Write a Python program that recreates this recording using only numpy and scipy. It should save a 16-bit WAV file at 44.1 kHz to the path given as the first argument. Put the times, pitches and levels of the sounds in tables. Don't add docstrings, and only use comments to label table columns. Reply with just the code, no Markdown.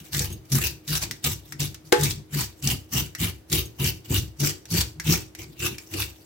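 import sys
import numpy as np
from scipy import signal
from scipy.fft import rfft, irfft
from scipy.io import wavfile
from scipy.ndimage import uniform_filter1d

SR = 44100
rng = np.random.default_rng(int(sys.argv[2]) if len(sys.argv) > 2 else 0)


def to_wav(s):
    ch = np.atleast_2d(s).T
    pcm = np.round(np.clip(ch, -1, 1) * 32767)
    wavfile.write(sys.argv[1], SR, pcm.astype(np.int16))


N = 275625
T = np.arange(N) / SR


# start_s, swell_s, length_s, tug_s, level_db, dry_db, wet_db, rasp_hz, basin_db,
# floor_db, wall_db. Full pressure comes swell_s after the start, the hardest tug tug_s after it;
# dry_db (crackle treble) and wet_db (rasp) are relative to level_db.
STROKE_TABLE = [ (0.132, 0.04, 0.14, .035, -30, -3.5, -11.5, 1750, -30, -31.5, -39),
                (0.303, 0.023, 0.028, 0.005, -46, -3, -8, 2920, -44, -36, -41.5),
                (0.522, 0.03, 0.069, 0.024, -28.5, -1.5, -13, 4150, -18.5, -31.5, -35),
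                (0.614, .03, 0.057, 0.023, -28.5, -2.5, -1.5, 2640, -42, -32.5, -37),
                (0.887, 0.054, 0.084, 0.032, -28.5, -3.5, -10, 4000, -27, -36, -38.5),
                (1.018, .012, 0.016, 0.028, -33.5, -6, -14, 1500, -53, -36.5, -41),
                (1.2452, 0.012, 0.088, 0.023, -27, -3.5, -23, 3630, -29, -32.5, -39),
                (1.598, 0.0042, 0.077, 0.022, -31.5, -3.5, -14, 2800, -26, -36, -38),
                (1.985, 0.071, 0.13, .05, -28.5, -5.5, -13, 4970, -22, -30, -32.5),
                (2.334, 0.055, 0.11, 0.032, -30, -4, -14.5, 3020, -25, -36, -37),
                (2.641, 0.06, 0.095, 0.023, -30, -2, -2, 2860, -24.5, -31.5, -44),
                (2.932, 0.05, 0.076, 0.03, -27, -3, -7.5, 2880, -26.5, -31, -34.5),
                (3.204, 0.043, 0.062, 0.023, -29, -2.5, -11, 2920, -27, -29, -34),
                (3.518, 0.036, .084, .021, -27.5, -2, -21, 5990, -27, -29, -27.5),
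                (3.805, 0.052, 0.083, 0.024, -28, -2, -4, 2800, -23, -29, -32),
                (4.107, 0.055, 0.079, 0.014, -28, -3, -5.5, 2890, -26.5, -23, -29.5),
                (4.408, 0.051, 0.087, 0.023, -26.5, -5.5, -7, 5025, -21.5, -36.5, -27.5),
                (4.719, 0.061, 0.097, 0.026, -26, -5, -8, 4640, -25, -26.5, -29.5),
                (5.065, 0.083, 0.071, 0.037, -23, -5.5, -11.5, 2640, -18, -28, -27),
                (5.392, 0.029, 0.029, 0.0062, -41.5, -7, -4.5, 2210, -55, -42.5, -42.5),
                (5.603, 0.079, 0.064, 0.038, -29, -4.5, 0, 2690, -40, -34.5, -30),
                (5.926, 0.095, 0.11, 0.022, -30, -3.5, -4.5, 2690, -46.5, -33.5, -31.5)]
# start_s, length_s, level_db
RETURN_BRUSHES = [(0, 0.0091, -49), (0.05, 0.0067, -50), (0.452, .04, -62.5), (1.12, 0.026, -51.5),
                  (1.46, 0.061, -55), (1.854, 0.088, -59.5), (2.566, 0.031, -63), (3.755, 0.016, -63),
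                  (4.048, 0.01, -53.5), (5.02, 0.024, -54), (5.484, 0.15, -63.5), (5.8, 0.075, -56),
                  (6.12, 0.13, -61)]

def blade_pressure(lift_s=0.016, lift_db=6, rasp_lift_db=4, tail_db_per_s=135):
    crackle, treble, rasps = [], [], []
    for start, swell_s, length, _, db, dry_db, wet_db, rasp_hz, *_ in STROKE_TABLE:
        lifted = np.minimum(past(start + length) / lift_s, 1)
        release = -lift_db * lifted - tail_db_per_s * past(start + length)
        force_db = db + bite(start, swell_s) + swell(start + swell_s, db_per_s=(142.5, 113)) + release
        crackle.append(force_db)
        treble.append(force_db + dry_db)
        rasps.append((rasp_hz, power_sum([force_db + wet_db - rasp_lift_db * lifted])))
    for start, length, db in RETURN_BRUSHES:
        force_db = db - 1500 * until(start) - 354 * past(start + length)
        crackle.append(force_db)
        treble.append(force_db - 3.5)
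    return power_sum(crackle), power_sum(treble), rasps


def bite(start, swell_s, rise_db=30):
    return -rise_db * until(start) / (0.011 + 0.66 * swell_s)


# frequency_hz, level_db
CRACKLE_SPECTRUM = [(300, 6), (600, -10), (850, 0), (1100, -0.5), (1700, -0.5), (2800, 4), (4000, 3.5),
                    (6000, 5), (8000, 0), (9700, -17.5), (12500, 51), (16000, -7)]

def scraping(count=14000, echo_s=0.0028, rasp_db=9, rasp_width_hz=480):
    force, treble_force, rasps = blade_pressure()
    times = rng.uniform(0, N / SR, count)
    sizes = undb(2.5 * np.minimum(rng.exponential(size=count), 5.5)) * rng.choice([-1, 1], count)
    delays = echo_s * rng.exponential(size=(2, 5, count))
    path_gains = undb(3) * rng.standard_normal(delays.shape)
    delays[:, 0], path_gains[:, 0] = 0, 1

    def clicks(hz, width):
        strengths = sizes * undb(4 * rng.standard_normal(count))
        sides = np.array([pulses((times + delay).ravel(), (strengths * gain).ravel())
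                          for delay, gain in zip(delays, path_gains)])
        return unit(double_band(sides, hz, width))

    body, treble = 0, 0
    for hz in np.geomspace(500, 14000, 16):
        part = clicks(hz, hz / 3) * gain_at(CRACKLE_SPECTRUM, hz) * np.sqrt(hz)
        part *= undb(3.5 * wander(per_s=32))
        if hz < SR / 5:
            body += part
        else:
            treble += part
    grain = steady(clicks(3250, 6000), 0.024)
    rasp = undb(rasp_db) * sum(double_band(grain * wet, hz, rasp_width_hz) for hz, wet in rasps)
    crackle = force * steady(body, 0.047) + undb(2.5) * treble_force * steady(treble, 0.043)
    crackle -= band(crackle, 9660, 500)
    stick_slip_db = 2.3 * wander(per_s=70)
    return (crackle + rasp) * undb(2 + stick_slip_db)


# start_s, level_db, pitch_hz
SCALE_SNAPS = [(0.1306, -20.5, 4060), (0.1476, -16, 3700), (0.193, -10.5, 6200), (0.5195, -15, 5860),
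               (0.547, -21, 5800), (0.638, -22, 3000), (0.6617, -23, 2540), (0.878, -21.5, 4500),
               (0.9293, -25, 3940), (0.9533, -13.5, 3580), (1.036, -17, 4240), (1.2419, -12, 5940),
               (1.2456, -16, 3750), (1.6038, -15, 5910), (2.0108, -16, 8000), (2.0352, -9, 7800),
               (2.045, -17, 9000), (2.1091, -15, 4770), (2.4078, -14, 7450), (2.625, -25.5, 5800),
               (2.6741, -8, 6100), (2.7005, -15.5, 3200), (3.2012, -20.5, 7660), (3.4995, -28.5, 6100),
               (3.5275, -8, 6090), (3.844, -14, 5500), (4.173, -25, 2900), (4.704, -24.5, 12500),
               (4.809, -10, 4050), (4.8125, -24, 4700), (5.139, -14.5, 1730), (5.9386, -19.5, 2565)]

def snaps(level_db=17, broad_db=-6):
    out = np.zeros((2, N))
    for start, db, hz in SCALE_SNAPS:
        click = contact(t60=0.048, echo_db=9)
        crack = band(click, hz, hz / 2) + undb(broad_db) * band(click, 5300, 4400)
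        add(out, start, undb(db + level_db) * crack / np.linalg.norm(crack))
    return out


# start_s, level_db, pitch_hz, brightness_db
BLADE_TAPS = [(1.0178, -27, 2500, -6), (1.1112, -18, 1990, -6), (1.5232, -12.5, 2010, -18),
              (1.7453, -43.5, 2800, 9.5), (3.1504, -12.5, 2020, -16.5), (4.6553, -39, 1780, 0),
              (4.999, -11, 1968, -16), (5.3501, -23, 2230, -12), (5.783, -20, 2453, -12)]
# frequency_hz, width_hz, level_db
BLADE_MODES = [(3680, 4700, 3), (5540, 1100, 3.5), (12500, 1300, -4)]

def taps(level_db=18, edge_db=4, width_hz=560):
    out = np.zeros((2, N))
    for start, db, hz, brightness_db in BLADE_TAPS:
        touch = contact(t60=0.046, echo_db=6)
        thud = band(band(touch, hz, 3 * width_hz), hz, width_hz)
        tick = undb(edge_db + brightness_db) * resonate(touch, BLADE_MODES)
        add(out, start, undb(db + level_db) * (thud + tick))
    return out


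# start_s, level_db
BLADE_FLICKS = [(.303, -68), (.326, -59), (3.655, -62.5)]
# frequency_hz, level_db
FREE_BLADE_MODES = [(6500, 22), (8100, 16), (10050, 15), (14100, 19)]

def flicks(t60=0.091):
    starts, levels_db = np.transpose(BLADE_FLICKS)
    tone = sum(undb(db) * fade(t60) * np.sin(2 * np.pi * hz * T[:SR]) for hz, db in FREE_BLADE_MODES)
    return convolve(pulses(starts, undb(levels_db)), tone)


# peak_s, level_db
FISH_SHIFTS = [(.01, -42), (.212, -31.5), (1.125, -41), (1.555, -39), (1.875, -46.5), (2.189, -35.5),
               (2.74, -28), (3.019, -30), (4.53, -55), (5.001, -41), (5.5, -45), (5.725, -40)]

def push_on_sink(floor_peak_share=0.8):
    basin, floor, walls = [], [], []
    for start, swell_s, length, tug_s, *_, basin_db, floor_db, wall_db in STROKE_TABLE:
        grip = bite(start, swell_s)
        basin.append(basin_db + grip + swell(start + tug_s, db_per_s=(410, 325), round_s=0.017))
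        floor.append(floor_db + grip + swell(start + floor_peak_share * length, db_per_s=(79, 157)))
        walls.append(wall_db + grip + swell(start + tug_s, db_per_s=(490, 164)))
    for peak_s, db in FISH_SHIFTS:
        nudge = db + swell(peak_s, db_per_s=(270, 440))
        basin.append(nudge)
        floor.append(nudge - 7)
        walls.append(nudge - 10.5)
    return power_sum(basin), power_sum(floor), power_sum(walls)


# time_s, rows_per_s
ROW_SPEED = [(.15, 146), (.55, 144.4), (2.04, 145), (2.38, 137), (2.97, 133), (3.24, 169), (3.83, 138),
             (4.13, 131), (4.44, 145), (4.75, 169), (5.12, 156), (5.96, 124)]
# frequency_hz, width_hz, level_db
SINK_FLOOR_MODES = [(66.9, 8.1, -1.5), (93, 28, -10.5)]
# frequency_hz, width_hz, level_db
SINK_WALL_MODES = [(204, 49, -4.5), (316, 15, 2.5), (348.7, 24, 5.5), (414, 7.8, -19), (500, 26, -19)]

def drumming(rows=1400, irregularity=0.037, basin_hz=151.7, upper_hz=226):
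    on_basin, on_floor, on_walls = push_on_sink()
    jitter, strength, speed_noise = rng.standard_normal((rows, 3)).T
    drift = np.sqrt(8) * uniform_filter1d(speed_noise, size=8)
    gaps = np.exp(irregularity * (jitter + drift))
    rows_crossed = np.cumsum(np.interp(T, *np.transpose(ROW_SPEED))) / SR
    tug_times = np.interp(np.cumsum(gaps), rows_crossed, T, right=N / SR + 1)
    tugs = pulses(tug_times, undb(3.5 * strength))
    main_mode = double_band(tugs, basin_hz, 44.4)
    upper_mode = double_band(rng.standard_normal(N), upper_hz, 78)
    basin = unit(main_mode) + undb(-13) * unit(upper_mode)
    floor = band(resonate(rng.standard_normal(N), SINK_FLOOR_MODES), 106, 61)
    mid, side = rng.standard_normal((2, N))
    rub = stereo(mid, undb(-6) * side)
    walls = double_band(resonate(rub, SINK_WALL_MODES), 304, 400)
    return (steady(basin, 0.0433) * on_basin * undb(1.1)
            + steady(floor, 0.043) * on_floor * undb(1.03)
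            + steady(walls, 0.039) * on_walls * undb(-1.7))


# start_s, level_db
WALL_KNOCKS = [(0.204, -19), (1.922, -7), (1.9248, 6.5), (1.9321, -10.5)]
# frequency_hz, level_db, t60_s
STEEL_MODES = [(302.3, -21.5, 0.44), (357, -0.5, 0.11), (409, -6.5, 0.27), (483.8, 1.5, 0.22),
               (850, -7, 0.23), (1175, -15, 0.17), (1330, -15, 0.12), (1576, -5, .15), (1770, -18, 0.21),
               (1910, -20, 0.1), (2160, -9, 0.049), (2700, -36, 0.084)]

def knocks(ring_db=-18, crack_db=10, clatter_db=9, phase_rad=0.58):
    starts, levels_db = np.transpose(WALL_KNOCKS)
    lead = phase_rad * np.array([[1], [-1]])
    wall = 0
    for k, (hz, db, t60) in enumerate(STEEL_MODES):
        sign = (-1) ** k
        wall += sign * undb(db) * fade(t60) * np.sin(2 * np.pi * hz * T[:SR] + sign * lead)
    crack = undb(crack_db) * band(contact(t60=0.028, echo_db=1), 2300, 5600)
    clatter = undb(clatter_db) * band(contact(t60=0.18, echo_db=61), 1150, 1900)
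    blows = pulses(starts, undb(levels_db))
    return undb(ring_db) * convolve(blows, wall) + convolve(blows, crack + clatter)


def kitchen(sides, room_db=-11, t60=0.25, build_s=0.015, band_hz=(250, 9000)):
    tails = rng.standard_normal((2, SR)) * fade(t60) * (1 - fade(build_s))
    tails = butterworth(tails, 1, band_hz, "band")
    return sides + undb(room_db) * convolve(sides, tails / np.linalg.norm(tails[0]))


# frequency_hz, level_db
ROOM_SPECTRUM = [(25, -38), (65, -4), (140, -7), (240, -11), (330, -5.5), (520, -14.5), (1100, -24),
                 (3000, -29), (8000, -36.5), (16000, -36)]

def background(rumble_db=-55, hum_hz=315, hum_db=-57):
    mid, side = rng.standard_normal((2, N))
    noise = stereo(mid, butterworth(side, 1, 500, "high"))
    rumble = unit(irfft(rfft(noise) * gain_at(ROOM_SPECTRUM, np.fft.rfftfreq(N, 1 / SR)), N))
    hum = steady(double_band(rng.standard_normal(N), hum_hz, 11.6), 0.13)
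    return undb(rumble_db) * rumble + undb(hum_db) * hum


def contact(t60, echo_db):
    echoes = rng.standard_normal((2, SR // 10)) * fade(t60)[:SR // 10]
    sides = undb(echo_db) * echoes / np.linalg.norm(echoes, axis=1, keepdims=True)
    sides[:, 0] += 1
    return sides / np.sqrt(1 + undb(2 * echo_db))


def band(x, hz, width_hz):
    return signal.lfilter(*signal.iirpeak(hz, hz / width_hz, fs=SR), x)


def double_band(x, hz, width_hz):
    return band(band(x, hz, width_hz), hz, width_hz)


def resonate(x, modes):
    return sum(undb(db) * band(x, hz, width) for hz, width, db in modes)


def butterworth(x, order, hz, kind):
    return signal.sosfilt(signal.butter(order, hz, kind, fs=SR, output="sos"), x)


def convolve(x, response):
    return signal.fftconvolve(np.atleast_2d(x), np.atleast_2d(response), axes=1)[:, :N]


def gain_at(spectrum, hz):
    frequencies, db = np.transpose(spectrum)
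    return undb(np.interp(np.log(hz + 1), np.log(frequencies), db))


def pulses(times, sizes):
    return np.bincount((times * SR).astype(int), sizes, N)[:N]


def add(out, start_s, sound):
    start = int(start_s * SR)
    part = sound[:, :N - start]
    out[:, start:start + part.shape[1]] += part


def fade(t60):
    return np.exp(-np.log(1000) * T[:SR] / t60)


def swell(peak_s, db_per_s, round_s=0):
    away = np.sqrt((T - peak_s) ** 2 + round_s ** 2) - round_s
    return -np.where(T < peak_s, *db_per_s) * away


def wander(per_s):
    knots = np.arange(0, N / SR + 1, 1 / per_s)
    return 1.2 * np.interp(T, knots, rng.standard_normal(1024)[:len(knots)])


def past(s):
    return np.maximum(T - s, 0)


def until(s):
    return np.maximum(s - T, 0)


def power_sum(levels_db):
    return np.sqrt(sum(10 ** (np.maximum(db, -120) / 10) for db in levels_db))


def steady(x, seconds):
    return x / np.sqrt(np.abs(uniform_filter1d(x ** 2, int(seconds * SR) + 1)) + 1e-12)


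def unit(x):
    return x / np.sqrt(np.mean(x ** 2))


def undb(db):
    return 10 ** (np.asarray(db) / 20)


def stereo(mid, side):
    return np.array([mid + side, mid - side])


def pan(db):
    return undb(np.array([[db], [-db]]) / 2)


def scene():
    blade = scraping() + snaps() + taps() + flicks()
    basin = drumming() + knocks()
    return kitchen(blade * pan(db=0.93) + basin * pan(db=1.5)) + background()


def record(dry):
    clipped = np.clip(butterworth(dry, 3, 42, "high"), -1, 1)
    return signal.sosfilt(signal.ellip(10, 0.2, 70, 16000, fs=SR, output="sos"), clipped)


dry = scene()
out = record(dry)
to_wav(out)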